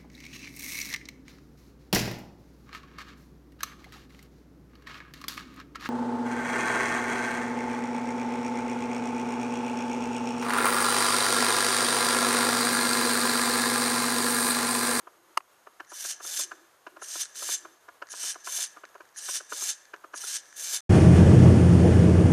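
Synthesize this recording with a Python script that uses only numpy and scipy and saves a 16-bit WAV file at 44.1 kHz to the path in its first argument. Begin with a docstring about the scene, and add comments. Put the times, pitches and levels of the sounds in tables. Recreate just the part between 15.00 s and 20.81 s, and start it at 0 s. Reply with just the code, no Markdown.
"""In a quiet, dry room a camera's focus motor hums now and then, and its lens drive knocks softly,
clacks once and keeps knocking, right at the microphone: each impact rings the modes of the body.
Then a linkage ticks, and a model car's throttle servo swings out and back five times as a finger
pulls and releases the transmitter trigger. Its small motor spins up with a whine, and the impacts of
gear teeth excite the plastic case: a rattle that hisses on briefly as the arm settles."""
import sys
import numpy as np
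from scipy import signal
from scipy.fft import rfft, irfft
from scipy.io import wavfile

SR = 44100
rng = np.random.default_rng(int(sys.argv[2]) if len(sys.argv) > 2 else 0)


def waveform_to_disk(signal):
    """Save audio, clipped to [-1, 1], as 16-bit WAV at the path in sys.argv[1]."""
    frames = np.transpose(np.atleast_2d(signal))
    scaled = np.clip(frames, -1, 1) * 32767
    samples = np.round(scaled).astype(np.int16)
    wavfile.write(sys.argv[1], SR, samples)


N = 256068
TIME = np.arange(N) / SR

# The arm swings out against its spring. Each row: motor start and arm arrival in seconds,
# then level, top treble gain and level of the opening rasp in dB.
PULLS = [(0.884, 1.118, -32.5, 5.5, -45.5), (2.01, 2.23, -32.5, 3.5, -36.5),
         (3.094, 3.308, -31.5, 0.5, -36), (4.159, 4.377, -31.5, 0.5, -34), (5.144, 5.367, -32, 1.5, -35)]
# The arm swings back. Each row: motor start and arm arrival in seconds, level and top treble gain in dB.
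RETURNS = [(1.212, 1.425, -31.5, 6), (2.341, 2.551, -30.5, 4), (3.436, 3.643, -30.7, 2),
           (4.489, 4.712, -31, 2.5), (5.553, 5.767, -30.5, 4.5)]
SWINGS = [row[:2] for row in PULLS + RETURNS]
BRAKE_LEAD_S, RELEASE_DB_PER_S, RASP_S = 0.022, 465, 0.033


def from_db(db):
    """Amplitude ratio of a level in decibels."""
    return 10 ** (np.asarray(db) / 20)


def rms_one(x):
    """Normalisation to unit rms."""
    return x / np.sqrt(np.mean(x ** 2) + 1e-20)


def band(x, hz, width, order=1):
    """A resonance of gain 1; a higher order has steeper skirts."""
    low = np.sqrt(hz ** 2 + width ** 2 / 4) - width / 2
    edges = [low, min(low + width, SR / 2 - 1)]
    return signal.sosfilt(signal.butter(order, edges, "band", fs=SR, output="sos"), x)


def coloured(x, spectrum):
    """Spectral shaping by a table of frequency in Hz and gain in dB."""
    hz, db = np.transpose(spectrum)
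    bins = np.maximum(np.fft.rfftfreq(N, 1 / SR), 1)
    return irfft(rfft(x) * from_db(np.interp(np.log(bins), np.log(hz), db)), N)


def drift(rate):
    """Random modulation of unit rms, with rate new values a second."""
    knots = rng.standard_normal(int(rate * N / SR) + 2)
    return rms_one(np.interp(TIME * rate, np.arange(len(knots)), knots))


def held(start, stop, release_db_per_s, attack_s=0.024):
    """An envelope with a linear rise, a hold until stop and an exponential decay."""
    rise = np.clip((TIME - start) / attack_s, 0, 1)
    return rise * from_db(-release_db_per_s * np.maximum(TIME - stop, 0))


def background(room_db=-62, whistle_hz=6560, whistle_db=-77):
    """Broadband room noise; the focus motor's hum and a faint electronic whistle are narrowband noise."""
    # Room noise and hiss. Each row: frequency in Hz, relative spectral density in dB.
    room_spectrum = [(15, -39), (25, -19.5), (231, -10), (383, -3.5), (558, -0.5), (709, -1), (856, -1),
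                     (1150, 1), (1350, -0.5), (2500, -11), (3260, -11), (4750, -14), (6370, -14.5),
                     (13800, -15), (15000, -37)]
    # Runs of the focus motor. Each row: start and end in seconds, level in dB.
    focus_runs = [(0, 0.325, -70), (1.356, 1.627, -63), (1.916, 1.993, -59), (2.38, 2.558, -65),
                  (2.6, 2.702, -61)]
    room = from_db(room_db + 1.1 * drift(19)) * rms_one(coloured(rng.standard_normal(N), room_spectrum))
    focusing = sum(from_db(db) * held(start, stop, release_db_per_s=250) for start, stop, db in focus_runs)
    hum = focusing * rms_one(band(rng.standard_normal(N), hz=347, width=62, order=2))
    whistle = from_db(whistle_db) * rms_one(band(rng.standard_normal(N), whistle_hz, 71))
    return room + hum + whistle


def strike(out, s, level_db, modes, fall_s, chatter_db, chatter_s, rise_s=0.0006):
    """Impact excitation: a contact amid weaker chatter rings each mode, added to out to peak at s."""
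    lead, size = SR // 100, SR // 16
    age = (np.arange(size) - lead) / SR
    contact = np.exp(-np.abs(age) / np.where(age < 0, rise_s, fall_s))
    chatter = from_db(chatter_db) * np.exp(-np.abs(age) / chatter_s) * (age > -chatter_s)
    for hz, width, db in modes:
        force = (contact + chatter) * rng.standard_normal(size)
        ring = rms_one(band(force, hz, width, order=2)) * np.sqrt(lead / size)  # level over 10 ms
        swell_s = min(.45 / width, .0025)  # a narrow mode builds up more slowly
        out[int((s - swell_s) * SR) - lead:][:size] += from_db(level_db + db) * ring


def lens_knocks(usual_db=-42, usual_thud_db=-3, thud_loss=0.38):
    """Modal ringing of the camera body under light impacts; the softer the knock, the more it is thud."""
    # Knocks of the lens drive. Each row: time in seconds, strength in dB, hardness (treble gain) in dB.
    knocks = [(.075, -45, -1), (.673, -45, 0), (0.8045, -39.5, 7.5), (0.9223, -44, 1), (1.051, -44.5, 9.5),
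              (1.2068, -43, 2.5), (1.2503, -47.5, 9), (1.3964, -41.5, -7), (1.519, -40, 6.5),
              (1.8708, -40, 4.5), (1.97, -47, 3.5), (2.0226, -42.5, 5), (2.1579, -41.5, -3),
              (2.4255, -41.5, -5), (2.491, -40, 5.5), (2.6545, -42, 1.5), (2.8892, -43, 5.5),
              (3.0244, -37.5, 7.5), (3.1405, -43, 3), (3.2374, -45.5, 6), (3.359, -41.5, 0.5),
              (3.4751, -37.5, 8.5), (3.589, -48.5, 5), (3.7713, -46, 3.5), (3.8403, -45, 5),
              (3.956, -44.5, 1.5), (4.008, -47, 5.5), (4.2901, -38, 7), (4.4073, -46, 7.5),
              (4.525, -36.5, 7.5), (4.6243, -44, -18), (4.941, -41, 9), (5.0448, -42.5, -1),
              (5.142, -38, 6.5), (5.2406, -48.5, 11), (5.7376, -46, -15)]
    # Modes of the camera body. Each row: frequency and bandwidth in Hz, relative level in dB.
    body_modes = [(361.4, 126, -8.5), (649, 237, -4), (1019, 114, -6.5), (1268, 191, -5), (1459, 203, -8.5),
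                  (1695, 135, -14), (2320, 600, -19.5), (2840, 342, -23), (4900, 2700, -26)]
    out = np.zeros(N)
    for s, db, hard_db in knocks:
        thud_db = usual_thud_db - thud_loss * (db - usual_db)
        modes = []
        for hz, width, mode_db in body_modes:
            tilt_db = np.interp(hz, [700, 1000, 1280, 1460], [thud_db, 0, 0, hard_db])
            modes.append((hz, width, mode_db + tilt_db + rng.normal(0, 1.6)))  # no two strike alike
        strike(out, s, db, modes, fall_s=0.00088, chatter_db=-1, chatter_s=0.0059)
    return out


def lens_clack():
    """A hard impact of the lens and its dull rebound excite heavily damped modes."""
    # Blow and rebound. Each row: time in seconds, strength in dB, gain of the modes above 4 kHz in dB.
    clacks = [(.3753, -20.5, 0), (.4068, -50, -9)]
    # Modes of the clack. Each row: frequency and bandwidth in Hz, relative level in dB.
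    clack_modes = [(350, 86, -25.5), (604, 140, -23.5), (840, 259, -9.5), (1157, 240, -1.5),
                   (1910, 650, -11), (2660, 487, -11), (4800, 980, -15.5), (6330, 430, -21),
                   (9150, 2100, -17), (12300, 3800, -27)]
    out = np.zeros(N)
    for s, db, bright_db in clacks:
        modes = [(hz, width, mode_db + bright_db * (hz > 4000)) for hz, width, mode_db in clack_modes]
        strike(out, s, db, modes, fall_s=.0013, chatter_db=-12, chatter_s=.0028)
    return out


def reflections(x, room_db=-25, t60_s=0.88):
    """Reverberation: convolution with a weak, dull, exponentially decaying tail."""
    age = TIME[:SR // 2]
    tail = band(rng.standard_normal(len(age)), hz=1040, width=2100) * from_db(-60 * age / t60_s)
    return from_db(room_db) * signal.fftconvolve(x, tail / np.sqrt(np.sum(tail ** 2)))[:N]


def linkage(fall_s=0.0013, soft_hz=7500, hunt_start_s=3.944, hunt_period_s=.0365, hunt_db=-49.5):
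    """Backlash: play is taken up with a tiny scrape that rings the case, the rod and the servo horn."""
    # Ticks of the linkage. Each row: time in seconds, strength of the force in dB.
    ticks = [(0.848, -43.5), (2.255, -29), (2.356, -29.5), (3.07, -38.5), (3.088, -38), (3.344, -30),
             (3.8524, -34.5), (3.89, -49), (4.161, -36), (4.189, -39.5), (4.854, -42), (4.963, -45),
             (5.456, -43), (5.527, -40.5)]
    # At rest the servo hunts for its position in one run of even twitches.
    twitches = [(hunt_start_s + k * hunt_period_s, hunt_db) for k in range(6)]
    force = np.zeros(N)
    for s, db in ticks + twitches:
        start = int(s * SR)
        age = TIME[:min(1000, N - start)]
        force[start:][:len(age)] += from_db(db) * np.exp(-age / fall_s) * rng.standard_normal(len(age))
    force = signal.sosfilt(signal.butter(4, soft_hz, fs=SR, output="sos"), force)
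    rod = band(force, hz=5000, width=3600, order=2)
    horn = band(force, hz=1720, width=400)
    return 0.92 * case_ring(force) + rod + 3.6 * horn


def case_ring(force, returning=0.5, wander_db=2):
    """Forced response of the servo case; each tooth flank and arm position excites it differently."""
    # Modes of the case. Each row: frequency and bandwidth in Hz, gain on a pull and on a return in dB.
    case_modes = [(1687, 35, -12.5, -9), (2360, 40, -15, -7), (3075, 160, -3.5, -5.5), (3582, 95, -2, 1.5),
                  (4090, 150, -6, -6.5), (5894, 240, 3, -23), (6210, 71, 5.5, 7.5), (6410, 157, -1.5, 4.5),
                  (6400, 60, -36, -10), (7360, 190, -17, 2), (8400, 320, 1, -3.5), (9290, 440, -4, -4.5),
                  (9880, 430, -13.5, -6)]
    return sum(from_db(pull_db + returning * (back_db - pull_db) + wander_db * drift(24))
               * band(force, hz, width) for hz, width, pull_db, back_db in case_modes)


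def swing_load(start, stop, delay_s, growth, brake_db, swell_s=0.016):
    """The rattle grows by a power law once the teeth engage, swells under braking, then decays."""
    engaged = start + delay_s
    rise = np.clip((TIME - engaged) / (stop - engaged), 0, 1) ** growth
    braking = np.exp(-((TIME - stop + BRAKE_LEAD_S) / swell_s) ** 2)
    return rise * from_db(brake_db * braking - RELEASE_DB_PER_S * np.maximum(TIME - stop, 0))


def gear_load(hold_db=-55.5, settle_db=-54, settle_s=0.076, dulling_db_per_s=298, dullest_db=-9):
    """Incoherent parts add in power: gives the gears' level in dB and a power-weighted top treble gain."""
    strokes = [(swing_load(start, stop, delay_s=0.03, growth=0.69, brake_db=1.5), stop, db, top_db)
               for start, stop, db, top_db, _ in PULLS]
    strokes += [(swing_load(start, stop, delay_s=0.00076, growth=0.54, brake_db=2), stop, db, top_db)
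                for start, stop, db, top_db in RETURNS]
    rasp = sum(from_db(db) * held(start, start + RASP_S, release_db_per_s=1100) for start, *_, db in PULLS)
    # The gears stir faintly while the arm is held out, and hiss on briefly once it is back.
    holding = sum(held(pull[0] - 0.022, back[0], RELEASE_DB_PER_S) for pull, back in zip(PULLS, RETURNS))
    settling = sum(held(stop, stop + settle_s, release_db_per_s=196) for _, stop, *_ in RETURNS)
    stir = from_db(hold_db) * holding + from_db(settle_db) * settling
    parts = [(rasp, -4), (stir, -6)]  # Each row: amplitude, top treble gain in dB.
    for shape, stop, db, top_db in strokes:
        dulling_db = dulling_db_per_s * np.maximum(TIME - stop + BRAKE_LEAD_S, 0)
        parts.append((from_db(db) * shape, np.maximum(top_db - dulling_db, dullest_db)))
    power = sum(gain ** 2 for gain, _ in parts) + 1e-12
    return 10 * np.log10(power), from_db(sum(gain ** 2 * top_db for gain, top_db in parts) / power)


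def rotor_turns(full_hz=252.4, spin_up_s=.06, brake_s=0.056, idle=.2, jitter=.012):
    """Rotation is the integral of speed, which rises exponentially in a swing and falls on arrival."""
    speed = np.full(N, idle)
    for start, stop in SWINGS:
        run_up = 1 - np.exp(-np.maximum(TIME - start, 0) / spin_up_s)
        speed = np.maximum(speed, run_up * np.exp(-np.maximum(TIME - stop, 0) / brake_s))
    return np.cumsum(full_hz * speed * (1 + jitter * drift(150) + jitter * drift(8))) / SR


def tooth_impacts(turns, per_s=10000, size_db=4.5, throb_db=1, catches_per_s=110, catch_db=3):
    """Shot noise of gear teeth, harder once in each turn of the rotor and whenever a tooth catches."""
    hits = (rng.random(N) < per_s / SR) * rng.choice([-1, 1], N)
    sizes = from_db(size_db * np.minimum(rng.exponential(1, N), 4))
    catches = rng.random(N) < catches_per_s / SR
    caught = np.minimum(signal.lfilter([1], [1, -.975], catches + 1e-18), 1)  # fades in about 1 ms
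    flutter_db = 1.53 * drift(120)
    modulation_db = throb_db * np.cos(2 * np.pi * turns) + flutter_db + catch_db * caught
    return rms_one(hits * sizes * from_db(modulation_db))


def servo(light_load_db=-47, graze_ring_db=4, rasp_db=-1, top_hz=10800):
    """Source and filter: tooth impacts rattle and ring the case, following the load, over horn and motor."""
    # Colour of the gear rattle. Each row: frequency in Hz, gain in dB.
    gear_spectrum = [(250, -28.5), (550, -22.5), (1100, -22), (1600, -9), (2100, -14.5), (2700, -13),
                     (4200, -6), (5500, -2), (7400, -1.5), (7900, -5.5), (8300, -1.5), (10500, -22.5),
                     (13000, -18), (15000, -107.5)]
    level_db, top_gain = gear_load()
    returning = sum((TIME > start - .03) & (TIME < stop + .2) for start, stop, *_ in RETURNS)
    turns = rotor_turns()
    rattle = coloured(tooth_impacts(turns), gear_spectrum)
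    gears = rms_one(rattle + case_ring(tooth_impacts(turns), returning))
    # Under light load the teeth only graze, and the main case resonance stands out.
    grazing = 1 / (1 + from_db(2 * (level_db - light_load_db)))
    gears = (gears + grazing * from_db(graze_ring_db) * band(gears, 6040, 340)) / (1 + 0.7 * grazing)
    # Each pull opens with a thin rasp as the gears take up the return spring.
    straining = sum((TIME > start) & (TIME < start + RASP_S) for start, *_ in PULLS)
    rasp = from_db(rasp_db) * (band(gears, 6700, 630) + 2 * band(gears, 10150, 530))
    gears += straining * (rasp - 0.6 * gears)
    # Harder contact adds top treble.
    top = signal.sosfiltfilt(signal.butter(4, top_hz, "high", fs=SR, output="sos"), gears)
    gears += top * (top_gain - 1)
    return from_db(level_db) * gears + horn_ring(level_db) + motor_whine(turns, returning)


def horn_ring(level_db, hz=1690, width_hz=110, horn_db=-55, follow=0.34, reference_db=-35):
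    """Resonance of the servo horn and rod, which grows only slowly with the load on the gears."""
    ring = rms_one(band(rng.standard_normal(N), hz, width_hz))
    return from_db(horn_db + follow * (level_db - reference_db)) * ring


def motor_whine(turns, returning, whine_db=-68.5, return_db=7):
    """Harmonics of the rotation rate sound while the motor is driven, clearer on the freer return."""
    # Partials of the whine. Each row: multiple of the rotor speed, relative level in dB.
    harmonics = [(3, 0), (4, -2), (6, -5), (7, -2), (8, -7), (10, -3)]
    driven = sum(np.interp(TIME, [start, start + .06, stop - .02, stop + .01], [0, 1, 1, 0])
                 for start, stop in SWINGS)
    tone = sum(from_db(db + 2 * drift(36)) * np.sin(2 * np.pi * k * turns) for k, db in harmonics)
    return driven * tone * from_db(whine_db + return_db * returning + 1.5 * drift(4))


def scene(low_cut_hz=260):
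    """Superposition: servo, ticks and knocks get faint reverberation; the clack stays dry and short."""
    near = servo() + linkage() + lens_knocks()
    # A low cut, like a microphone's, thins the bass of all four.
    low_cut = signal.butter(4, low_cut_hz, "high", fs=SR, output="sos")
    parts = signal.sosfilt(low_cut, near + reflections(near) + lens_clack())
    return (parts + background())[None]


def record(dry):
    """Frequency response of the microphone: one narrow treble notch and a steep cut at the top."""
    notched = dry - band(dry, hz=8050, width=91)
    return signal.sosfilt(signal.ellip(10, .2, 80, 14800, fs=SR, output="sos"), notched)


dry = scene()
out = record(dry)
waveform_to_disk(out)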